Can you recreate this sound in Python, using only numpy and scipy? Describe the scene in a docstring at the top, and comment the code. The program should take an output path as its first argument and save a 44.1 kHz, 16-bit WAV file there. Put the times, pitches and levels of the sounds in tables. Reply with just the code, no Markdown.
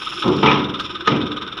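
"""A diesel dump truck knocks at idle while the last gravel hisses off its raised steel bed onto a pile.
Each firing rings the engine block; the gravel is thousands of tiny stone contacts. The swinging
tailgate thuds against the gravel, slams and rattles on the bed, then swings back and clanks again.
The empty bed booms after every blow, and nearby house walls answer faintly."""
import sys
import numpy as np
from scipy import signal
from scipy.fft import rfft, irfft, next_fast_len
from scipy.io import wavfile
from scipy.ndimage import uniform_filter1d, minimum_filter1d, map_coordinates

SR = 44100
rng = np.random.default_rng(int(sys.argv[2]) if len(sys.argv) > 2 else 0)


def store_pcm(level_fs):
    """Save levels as 16-bit WAV."""
    pcm = np.round(np.clip(level_fs, -1, 1) * 32767).astype(np.int16)
    wavfile.write(sys.argv[1], SR, np.atleast_2d(pcm).T)


N = 70560

# Levels are relative: colours set only the tone, and envelopes and gains set the mix.
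# injector tick, combustion and piston slap in one firing: t/s from ignition, knock/dB, clatter/dB
FIRING_IMPACTS = [(-.007, -36.5, -37.5), (0.0, -30.5, -30.5), (0.0086, -33, -40)]
# firing strength as the engine's load shifts: t/s, level/dB
ENGINE_LOAD = [(0, 1), (.85, .5), (1.0, 0), (1.35, 2.5), (1.52, -2)]
# harder knocks of the uneven idle: t/s, boost/dB
KNOCK_ACCENTS = [(.224, 5.5), (.75, 3), (.80, 5), (1.315, 0), (1.42, 1.5), (1.575, 5.5)]
# resonances of the engine block and its covers: f/Hz, width/Hz, level/dB
BLOCK_RESONANCES = [(1014, 73, -11), (1262.5, 53, 0), (1498, 84, -6.5), (2524, 70, -14.5),
                    (3460, 130, -26.5), (3588, 168, -1.5)]
# colours of the engine's clatter and steady churn: f/Hz, level/dB
CLATTER_COLOUR = [(300, -6.5), (700, -10.5), (1200, -7.5), (1900, -9), (2500, -3.5), (3100, 3), (3700, 0.5),
                  (4500, -26.5), (5400, -8.5), (6300, -31), (7200, -30.5), (8200, -42.5), (9800, -33.5),
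                  (12000, -53), (15000, -50.5)]
CHURN_COLOUR = [(25, -13.5), (60, -4), (130, 1.5), (250, -1), (345, 6.5), (450, 0.5), (720, -12.5),
                (1250, 6.5), (1850, -7.5), (3400, -3.5), (4500, -31.5), (5400, -30), (7800, -49.5),
                (10000, -37), (15000, -55)]
# the engine hum swells and sinks: t/s, level/dB
HUM_SWELL = [(0, -54), (.18, -37.5), (.85, -47.5), (1.02, -37), (1.3, -50.5), (1.6, -43.5)]

# gravel running off the bed: t/s, level/dB
GRAVEL_FLOW = [(0, -36), (.12, -34.5), (.24, -33.5), (.31, -35.5), (.45, -37.5), (0.701, -66),
               (.785, -44.5), (.82, -35.5), (.86, -36.5), (0.941, -43.5), (1.1, -52.5), (1.6, -52)]
# colours of tumbling stones, fine grit on steel and small slipping stones: f/Hz, level/dB
STONE_COLOUR = [(500, -13.5), (1200, -8.5), (1900, -10), (2600, 7.5), (3400, 9.5), (4000, -1),
                (4500, -13.5), (5400, 6.5), (6300, -27), (7000, -14), (8200, -38), (9700, -23),
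                (12000, -49.5), (15000, -43.5)]
GRIT_COLOUR = [(3000, -21), (5300, 3.5), (7000, -0.5), (8200, -13.5), (9700, 2), (11000, -14), (13000, -20),
               (15000, -17.5)]
SLIP_HISS_COLOUR = [(2000, -38), (3800, 5.5), (5600, -3), (8000, -19.5), (11000, -23), (15000, -36)]
# small stones tick and hiss off the bed: t/s, rise/s, t60/s, level/dB
STONE_SLIPS = [(.278, 0.0035, 0.04, -33.5), (0.362, .004, 0.042, -36.5), (0.793, 0.01, 0.081, -34)]

# tailgate blows: t/s, rise/s, bed boom/dB, plate clang/dB, jangle/dB, contact crack/dB, latch ping/dB
GATE_BLOWS = [(0.229, 0.016, -25, -24, -45, -31.5, -41), (0.244, 0.027, -12.5, -25, -41, -52, -75),
              (0.426, 0.0062, -11.5, -14, -22, -24, -31), (0.457, 0.0031, -25, -15, -18, -19.5, -29),
              (0.496, 0.02, -20, -20.5, -20, -24.5, -24.5), (1.0711, 0.005, -19.5, -25, -28, -13.5, -7.5),
              (1.096, 0.02, -15.5, -25.5, -27.5, -56.5, -41.5)]
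# clear modes of the bed's panels and the gate's plate, latch and hook: f/Hz, level/dB, t60/s
BED_PANEL_MODES = [(77.4, -22.5, 2.1), (122, -17.5, 1.2), (143, -8, 0.74), (200.4, -9.5, 1.08),
                   (225, -12, 0.27), (243, -11.5, 0.35), (269, -8.5, .7), (297.2, -5, 0.95),
                   (369, -6, 0.47), (390, -15, 1.1)]
GATE_PLATE_MODES = [(440.8, 1, 0.51), (517.5, -4, 0.23), (548.4, -3.5, 0.29), (863, -9.5, 0.44),
                    (878, -3.5, 0.3), (993.6, -6, 0.82), (1046, -13, 0.42), (1270, 0, 0.68),
                    (1387, -9, 0.62), (2164, -19, 0.71), (2326, -15.5, 0.83), (2330, -17.5, 0.15),
                    (2853, -14, 0.76), (3480, -9.5, 0.12)]
GATE_LATCH_MODES = [(453.6, -9.5, 0.18), (1245, -0.5, 0.13), (1498, -14, 0.058), (1800, -10, .08),
                    (3300, -12.5, 0.047), (5270, -30, .35), (6680, -28.5, 0.044)]
GATE_HOOK_MODES = [(2335, 0, 0.095), (2500, -1, .12)]
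# colours of the dense weak modes in bed, plate, fittings and contact: f/Hz, level/dB
BOOM_COLOUR = [(30, -42), (60, -24), (110, -1.5), (170, 2), (340, 4.5), (460, -0.5), (620, -12.5),
               (1000, -23), (2500, -94)]
CLANG_COLOUR = [(150, -24), (450, -9), (690, -4), (900, 6), (1300, 6), (1600, -16.5), (2200, -23),
                (4500, -61)]
JANGLE_COLOUR = [(700, -38), (1500, -8.5), (2400, -4.5), (3700, -6), (4500, -30), (5400, -16), (6300, -38),
                 (8000, -60), (15000, -70.5)]
CRACK_COLOUR = [(200, -22.5), (450, 0), (680, -8), (1100, 5.5), (2000, -1), (3600, 3), (4700, -15),
                (5600, -11.5), (7500, -45), (15000, -54)]
# the hook rings once in the rebound: t/s, rise/s, level/dB
HOOK_STRIKE = [(.467, 0.0169, -13.5)]

FIRST_FIRING_S, FIRING_HZ, FIRING_RISE_S = 0.0165, 19.245, 0.003
KNOCK_T60_S, CLATTER_T60_S = 0.084, 0.067
SCATTER_S, SCATTER_DB, COLOUR_SPREAD_DB = 0.001, 1.0, 2
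CHURN_DB, HUM_HZ = -39.5, 341.7
STONES_PER_S, STONE_SPREAD_DB, SURGE_DB = 2000, 2.5, 2.5
GRIT_DB, GRIT_FADE_START_S, GRIT_T60_S = -52.5, 0.22, 0.45
BOOM_DB, BED_RING_DB, BED_SWELL_S = -3.5, -3.5, 0.006
CLANG_DB, PLATE_RING_DB, CHATTER_DB, WAVER_RAD = -1.5, -5.5, 2, 0.4
YARD_DB, YARD_T60_S = -16, 0.37
CEILING, LIMITER_S, TOP_HZ = 0.93, 0.006, 15600


def amp(db):
    """Decibels to gain."""
    return 10 ** (np.asarray(db) / 20)


def unit(x):
    """Scale to rms 1."""
    return x / np.sqrt(np.mean(x ** 2) + 1e-20)


def clock():
    """Seconds at each sample."""
    return np.arange(N) / SR


def fader(points):
    """A gain ride through points of t/s, level/dB."""
    return amp(np.interp(clock(), *np.transpose(points)))


def filtered(x, response):
    """Shape x with a gain that depends on frequency."""
    size = next_fast_len(N + SR // 2)
    return irfft(rfft(x, size) * response(np.fft.rfftfreq(size, 1 / SR)), size)[:N]


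def coloured(x, colour):
    """Equalise x through points of f/Hz, level/dB, at rms 1."""
    f, db = np.transpose(colour)
    return unit(filtered(x, lambda hz: amp(np.interp(np.log(hz + 1), np.log(f), db))))


def noise(colour):
    """Fresh coloured noise."""
    return coloured(rng.standard_normal(N), colour)


def resonance(hz, width_hz):
    """Noise ringing in one resonance, at rms 1."""
    return unit(filtered(rng.standard_normal(N), lambda f: 1 / (1 + ((f - hz) / (0.95 * width_hz)) ** 2)))


def struck(start, rise, t60):
    """Envelope that climbs over the rise time, then dies away."""
    age = clock() - start
    return np.clip(age / rise, 0, 1) * amp(-60 * np.maximum(age - rise, 0) / t60)


def wobble(per_s):
    """A smooth random curve that changes per_s times a second."""
    return map_coordinates(rng.standard_normal(size=1024), [clock() * per_s], mode="mirror")


def engine():
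    """Each firing's quick impacts clatter and ring the block in a fresh colour, over churn and hum."""
    knock_power, clatter_power = np.zeros((len(BLOCK_RESONANCES), N)), np.zeros(N)
    count = int(N / SR * FIRING_HZ) + 2
    scatters = rng.standard_normal((count, len(FIRING_IMPACTS), 3)) * (SCATTER_S, SCATTER_DB, SCATTER_DB)
    colours_db = COLOUR_SPREAD_DB * rng.standard_normal((count, len(BLOCK_RESONANCES), 1))
    for k, (scatter, colour_db) in enumerate(zip(scatters, colours_db), -1):
        ignition = FIRST_FIRING_S + k / FIRING_HZ
        accent_db = sum(boost for t, boost in KNOCK_ACCENTS if abs(t - ignition) < 0.5 / FIRING_HZ)
        drive_db = np.interp(ignition, *np.transpose(ENGINE_LOAD)) + accent_db
        for delay, knock_db, clatter_db in np.array(FIRING_IMPACTS) + scatter:
            start = ignition + delay
            knock = amp(drive_db + knock_db + colour_db) * struck(start, FIRING_RISE_S, KNOCK_T60_S)
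            clatter = amp(drive_db + clatter_db) * struck(start, FIRING_RISE_S, CLATTER_T60_S)
            knock_power += knock ** 2
            clatter_power += clatter ** 2
    block = sum(amp(db) * np.sqrt(power) * resonance(hz, width)
                for (hz, width, db), power in zip(BLOCK_RESONANCES, knock_power))
    hum = fader(HUM_SWELL) * resonance(HUM_HZ, width_hz=32)
    clatter = np.sqrt(clatter_power) * noise(CLATTER_COLOUR)
    churn = amp(CHURN_DB) * noise(CHURN_COLOUR)
    return block + clatter + churn + hum


def gravel():
    """Stone contacts pour off the bed in surges; grit hisses until the tailgate closes on it."""
    count = int(STONES_PER_S * N / SR)
    when, size, polarity = rng.random((count, 3)).T
    stone_db = STONE_SPREAD_DB * np.minimum(-np.log(1 - size), 4)  # many soft, a few loud
    contacts = np.bincount((when * N).astype(int), amp(stone_db) * np.sign(polarity - 0.5), N)
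    stones = coloured(contacts, STONE_COLOUR) * fader(GRAVEL_FLOW)
    grit_fade_db = 60 * np.maximum(clock() - GRIT_FADE_START_S, 0) / GRIT_T60_S
    grit = noise(GRIT_COLOUR) * amp(GRIT_DB - grit_fade_db)
    slip_envelope = sum(amp(db) * struck(t, rise, t60) for t, rise, t60, db in STONE_SLIPS)
    slips = slip_envelope * noise(SLIP_HISS_COLOUR)
    return (stones + grit) * amp(SURGE_DB * wobble(per_s=70)) + slips


def wash(colour, blows, t60):
    """Countless weak modes blur into noise that dies away after each blow (t/s, rise/s, level/dB)."""
    return sum(amp(level) * noise(colour) * struck(t, rise, t60) for t, rise, level in blows)


def ring(modes, blows):
    """Each blow (t/s, rise/s, level/dB) feeds the decaying modes, whose pitch wavers a little."""
    out = np.zeros(N)
    for hz, db, t60 in modes:
        energy = sum((amp(level) * struck(t, rise, t60)) ** 2 for t, rise, level in blows)
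        phase = 2 * np.pi * (hz * clock() + rng.random()) + WAVER_RAD * wobble(per_s=16)
        out += amp(db) * np.sqrt(energy) * np.sin(phase)
    return out


def tailgate():
    """Each blow cracks at the contact, rings latch, plate and loose fittings, and spreads into the bed."""
    t, rise, boom_db, clang_db, jangle_db, crack_db, ping_db = np.transpose(GATE_BLOWS)
    on_bed = list(zip(t, rise + BED_SWELL_S, boom_db))
    on_plate = list(zip(t, rise, clang_db))
    bed = amp(BOOM_DB) * wash(BOOM_COLOUR, on_bed, t60=0.94)
    bed += amp(BED_RING_DB) * ring(BED_PANEL_MODES, on_bed)
    plate = amp(CLANG_DB) * wash(CLANG_COLOUR, on_plate, t60=0.57)
    plate += amp(PLATE_RING_DB) * ring(GATE_PLATE_MODES, on_plate)
    fittings = wash(JANGLE_COLOUR, zip(t, rise, jangle_db), t60=0.43)
    fittings *= amp(CHATTER_DB * wobble(per_s=220))
    hook = ring(GATE_HOOK_MODES, HOOK_STRIKE)
    crack = wash(CRACK_COLOUR, zip(t, rise, crack_db), t60=0.09)
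    latch = ring(GATE_LATCH_MODES, list(zip(t, rise, ping_db)))
    return bed + plate + fittings + hook + crack + latch


def yard(x):
    """The ground and the house walls answer with a short tail."""
    tail = rng.standard_normal(N) * struck(start=0.006, rise=0.012, t60=YARD_T60_S)
    return signal.fftconvolve(x, tail / np.linalg.norm(tail))[:N]


def scene():
    """The truck in the open yard."""
    truck = tailgate() + engine() + gravel()
    return (truck + amp(YARD_DB) * yard(truck))[None]


def record(dry):
    """A fast limiter holds down the highest peaks; a steep low-pass trims the very top."""
    window = int(LIMITER_S * SR)
    needed_gain = CEILING / np.maximum(np.abs(dry[0]), CEILING)
    gain = uniform_filter1d(minimum_filter1d(needed_gain, 2 * window), window)
    return filtered(dry[0] * gain, lambda hz: hz < TOP_HZ)[None]


dry = scene()
out = record(dry)
store_pcm(out)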